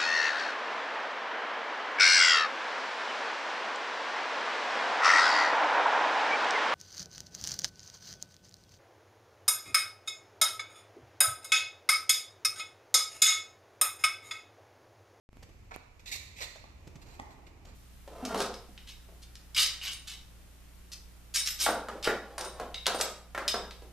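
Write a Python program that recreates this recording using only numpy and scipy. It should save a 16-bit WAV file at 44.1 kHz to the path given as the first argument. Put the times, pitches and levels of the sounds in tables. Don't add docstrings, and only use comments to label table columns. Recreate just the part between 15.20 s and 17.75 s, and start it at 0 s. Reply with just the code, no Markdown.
import sys
import numpy as np
from scipy import signal
from scipy.fft import rfft, irfft, next_fast_len
from scipy.io import wavfile
from scipy.ndimage import map_coordinates

SR = 44100
rng = np.random.default_rng(int(sys.argv[2]) if len(sys.argv) > 2 else 0)


def inscribe(sig):
    pcm = np.round(np.clip(np.atleast_2d(sig).T, -1, 1) * 32767)
    wavfile.write(sys.argv[1], SR, pcm.astype(np.int16))


N = 112454
AGE = np.arange(SR // 4) / SR
BALL_PAN_DB, BALL_EARLY_DB, BALL_TAIL_DB = -2, -13, -4.5

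# frequency in Hz, relative level in dB.
CONTACT_SPECTRUM = [(100, -10), (700, 3), (1300, -3), (2400, -1), (4000, -4), (7400, -4), (9500, -17),
                    (14000, -16)]


def amp(db):
    return 10 ** (np.asarray(db) / 20)


def unit(x):
    return x / np.sqrt(np.mean(x ** 2) + 1e-20)


def along(points, hz):
    frequencies, values = np.transpose(points)
    return np.interp(np.log(hz + 1), np.log(frequencies + 1), values)


def filtered(x, response):
    length = x.shape[-1]
    size = next_fast_len(length + 1024, True)
    return irfft(rfft(x, size) * response(np.fft.rfftfreq(size, 1 / SR)), size)[..., :length]


def add(out, start, x):
    part = out[..., round(start * SR):][..., :x.shape[-1]]
    part += x[..., :part.shape[-1]]


def pan(db):
    return amp(np.array([[db], [-db]]) / 2)


def place(x, lead_s, pan_db):
    return pan(pan_db) * filtered(x, lambda hz: np.exp(1j * np.pi * hz * lead_s * np.array([[1], [-1]])))


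def envelope(attack, hold, release):
    return np.minimum(AGE / attack, 1) * amp(-20 * np.maximum(AGE - attack - hold, 0) / release)


def wobble(rate, seconds):
    return map_coordinates(rng.standard_normal(size=512), [seconds * rate], mode="mirror")


def resonance(hz, centre_hz, width_hz):
    return 1 / (1 + (2 * (hz - centre_hz) / width_hz) ** 2)


def pulse(width_s, edge):
    u = AGE / width_s
    return (u / 2 - 1) * np.exp(-u) * (1 - np.exp(-edge * u))


def slips(response, per_second=14000, spread_db=2):
    sizes = rng.standard_normal(len(AGE)) * amp(spread_db * rng.standard_normal(len(AGE)))
    slipping = rng.random(len(AGE)) < per_second / SR
    return unit(filtered(sizes * slipping, response))


def room(x, early_db, tail_db, early_t60_s=.06):
    # frequency in Hz, seconds to fall 60 dB.
    decay_times = [(100, .4), (250, .6), (600, .95), (1400, .93), (3700, .76), (7000, .66), (13000, .48)]
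    hz, frame_s, spectra = signal.stft(rng.standard_normal((2, SR)), SR, nperseg=256)
    decay = amp(-60 * frame_s / along(decay_times, hz)[:, None])
    t = np.arange(SR) / SR
    tail = signal.istft(spectra * decay, SR, nperseg=256)[1][:, :SR] * np.minimum(t / .01, 1)
    tail /= np.linalg.norm(tail[0])
    echoes = rng.standard_normal((2, SR)) * (rng.random((2, SR)) < .1)
    early = echoes * amp(-60 * t / early_t60_s) * (t > .001)
    early /= np.linalg.norm(early, axis=1)[:, None]
    impulse_response = amp(early_db) * early + amp(tail_db) * tail
    return pan(-1.5) * signal.fftconvolve(x[None], impulse_response, axes=1)[:, :len(x)]


def rumble(start_s=.088, fade_s=.08, level_db=-54):
    # frequency in Hz, relative level in dB.
    spectrum = [(15, -20), (38, 0), (50, -6), (66, -1), (100, -7), (135, -16), (250, -20.5), (500, -26.5),
                (1000, -30), (1600, -35), (2400, -29.5), (3300, -39.5), (7300, -41), (9200, -49),
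                (14000, -47)]
    # frequency in Hz, correlation.
    coherence = [(60, .92), (200, .75), (500, .45), (1200, .1), (8000, .1)]

    def mid_and_side(hz):
        angle = np.arccos(np.clip(along(coherence, hz), -1, 1)) / 2
        return amp(along(spectrum, hz)) * [np.cos(angle), np.sin(angle)]

    mid, side = filtered(rng.standard_normal((2, N)), mid_and_side)
    waver_db = map_coordinates(rng.standard_normal(size=24), [np.linspace(0, 20, N)])
    fade_in = np.clip((np.arange(N) / SR - start_s) / fade_s, 0, 1)
    return pan(-2) * amp(level_db + waver_db) * fade_in * unit(np.array([mid + side, mid - side]))


def ticks():
    # start in seconds, level in dB, width in seconds, left minus right in dB.
    clicks = [(.0905, -45, .006, 1), (.1305, -44, .003, -1), (.1705, -40, .003, -2)]
    out = np.zeros((2, N))
    for start, db, width, pan_db in clicks:
        add(out, start, pan(pan_db) * amp(db) * pulse(width, edge=150))
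    return out


def bumps():
    # start in seconds, level in dB, rustle against thud in dB,
    # resonance in Hz, its boost in dB.
    contacts = [(.2255, -47.5, -4, 500, 5), (.290, -54, -11, 300, 3), (1.357, -50, -4, 640, 20),
                (1.671, -47.5, -8, 850, 8), (1.755, -47.5, -7.5, 420, 6), (1.868, -54, -8, 330, 4),
                (2.015, -49.5, -14, 280, 11), (2.272, -54, -14, 290, 5), (2.450, -53, -3, 750, 10),
                (2.469, -49.5, -15, 200, 2)]
    # frequency in Hz, relative level in dB.
    spectrum = [(30, -15), (90, -2), (160, 0), (270, -11), (420, -10), (700, -19), (1300, -28), (5000, -50)]
    out = np.zeros(N)
    for start, db, rustle_db, hollow_hz, boost_db in contacts:
        thud = slips(lambda hz: amp(along(spectrum, hz) + boost_db * resonance(hz, hollow_hz, 150)))
        rustle = amp(rustle_db) * slips(lambda hz: amp(along(CONTACT_SPECTRUM, hz)))
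        add(out, start, amp(db) * envelope(attack=.002, hold=.004, release=.014) * (thud + rustle))
    return pan(-2.5) * out + room(out, early_db=-10, tail_db=-5)


def scrape(tilt, low_hz, low_db, high_hz, high_db):
    # frequency in Hz, relative level in dB.
    spectrum = [(100, -45), (1300, -26), (1600, -20), (1900, -5), (2600, -5), (3100, -12), (4300, -6),
                (5000, -11), (7500, -8), (8400, -17), (9600, -22), (12000, -16), (14000, -21)]
    hiss = slips(lambda hz: amp(along(spectrum, hz) + tilt * np.log2(np.maximum(hz / low_hz, 1))))
    hz, frame_s, spectra = signal.stft(hiss, SR, nperseg=384)
    for centre_hz, boost_db in (low_hz, low_db), (high_hz, high_db):
        wandering_hz = centre_hz * (1 + .05 * wobble(rate=70, seconds=frame_s))
        spectra = spectra * amp(boost_db * resonance(hz[:, None], wandering_hz, width_hz=420))
    return unit(signal.istft(spectra, SR)[1][:len(AGE)])


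def scuffs(grip_db=2.3):
    # start, attack, hold and release in seconds, level in dB, tilt in dB per
    # octave, low resonance in Hz, its boost in dB, high resonance in Hz, its boost in dB, body in dB.
    strokes = [(.509, .001, .008, .022, -54.5, -4, 2300, 8, 3650, 3, 7),
               (.530, .012, .008, .018, -52.5, -3.5, 2350, 8, 3650, 5, -5),
               (.793, .002, .005, .012, -56.5, 0, 2500, 7, 3750, 6, -8),
               (.856, .003, .009, .02, -47, -.5, 2550, 2, 3600, 13, -15),
               (.873, .002, .008, .11, -47, .5, 2650, 2, 3680, 13, -17),
               (.913, .005, .004, .02, -42, 1.5, 2100, 9, 3800, 3, -20),
               (.919, .003, .012, .05, -39, 1.5, 2300, 3, 3700, 9, -20),
               (.953, .004, .006, .012, -43.5, 1, 2400, 5, 4000, 6, -12),
               (1.155, .035, .006, .025, -48, -.5, 2350, 7, 3800, 2, -14),
               (1.202, .005, .008, .02, -45, 0, 2400, 5, 4000, 3, -3),
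               (1.211, .004, .004, .03, -41.5, -1, 2170, 8, 4300, 2, -11),
               (1.220, .002, .006, .022, -39, 0, 2400, 1, 4200, 11, -14),
               (1.233, .002, .004, .025, -45, -1, 2450, 7, 3750, 6, -10),
               (1.811, .008, .010, .012, -59, 1, 2400, 5, 4000, 6, -6),
               (1.858, .008, .09, .04, -63.5, 1, 2500, 4, 4100, 6, -1),
               (2.102, .008, .006, .02, -60, 1, 2400, 4, 4000, 6, 1),
               (2.262, .005, .004, .02, -60, -1.5, 2600, 7, 3900, 4, -3),
               (2.455, .015, .02, .08, -65, 0, 2000, 2, 4400, 6, -1)]
    # frequency in Hz, relative level in dB.
    body_spectrum = [(60, -25), (200, -15), (380, -6), (550, 1), (720, 0), (900, -1), (1200, -2),
                     (1700, -6), (3000, -25), (12000, -50)]
    # frequency in Hz, left minus right in dB.
    balance = [(500, -1), (1200, -2.5), (2400, -3), (4200, -7.5), (7500, -1), (12000, 0)]
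    out = np.zeros((2, N))
    for start, attack, hold, release, db, *colour, body_db in strokes:
        body = amp(body_db) * slips(lambda hz: amp(along(body_spectrum, hz)))
        grip = unit(amp(grip_db * wobble(rate=350, seconds=AGE)))
        stroke = amp(db) * envelope(attack, hold, release) * grip * (scrape(*colour) + body)
        stroke = np.pad(stroke, (0, SR // 2))
        direct = place(stroke, lead_s=.00037, pan_db=-2)
        add(out, start, direct + room(stroke, early_db=-3, tail_db=-3.7))
    return filtered(out, lambda hz: amp(along(balance, hz) * np.array([[1], [-1]]) / 2))


def tap(start_s=.5622, level_db=-24, snap_t60_s=.002, snap_hz=7000):
    out = np.zeros(N)
    snap = amp(-16.5 - 60 * AGE / snap_t60_s) * slips(lambda hz: hz / (hz + snap_hz))
    add(out, start_s, amp(level_db) * (pulse(width_s=.00042, edge=4) + snap))
    return pan(-15) * out


def knock(crack_db=-11, crack_t60_s=.009):
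    # frequency in Hz, relative level in dB, seconds to fall 60 dB.
    modes = [(275, -17, .085), (850, 0, .014), (1130, -4, .016), (2000, -5, .016), (2380, -14, .016),
             (3250, -19, .007), (5400, -20, .007)]
    # start in seconds, level in dB.
    blows = [(1.4412, -42), (1.9935, -43), (1.9972, -40), (1.9983, -31.5)]
    out = np.zeros(N)
    ring = sum(amp(db - 60 * AGE / t60) * np.sin(2 * np.pi * hz * AGE) for hz, db, t60 in modes)
    for start, db in blows:
        noise = slips(lambda hz: amp(along(CONTACT_SPECTRUM, hz)))
        crack = amp(crack_db - 60 * AGE / crack_t60_s) * noise
        add(out, start, amp(db) * (ring + crack))
    return place(out, lead_s=.00027, pan_db=BALL_PAN_DB) + room(out, BALL_EARLY_DB, BALL_TAIL_DB)


def roll():
    # time in seconds, level in dB.
    swell = [(1.6, -85), (1.7, -66), (1.95, -66), (2.05, -61), (2.3, -67), (2.55, -67)]
    # frequency in Hz, relative level in dB.
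    spectrum = [(60, -30), (200, -9), (310, 0), (420, -5), (560, -13), (760, -6), (1100, -12), (1500, -24),
                (6000, -40)]
    times, db = np.transpose(swell)
    murmur = unit(filtered(rng.standard_normal(N), lambda hz: amp(along(spectrum, hz))))
    out = murmur * np.interp(np.arange(N) / SR, times, amp(db), left=0)
    return pan(BALL_PAN_DB) * out + room(out, BALL_EARLY_DB, BALL_TAIL_DB)


def scene():
    return scuffs() + knock() + roll() + bumps() + ticks() + tap() + rumble()


def record(dry):
    cutoff_hz = 14300
    return filtered(dry, lambda hz: 1 / (1 + (hz / cutoff_hz) ** 120))


dry = scene()
out = record(dry)
inscribe(out)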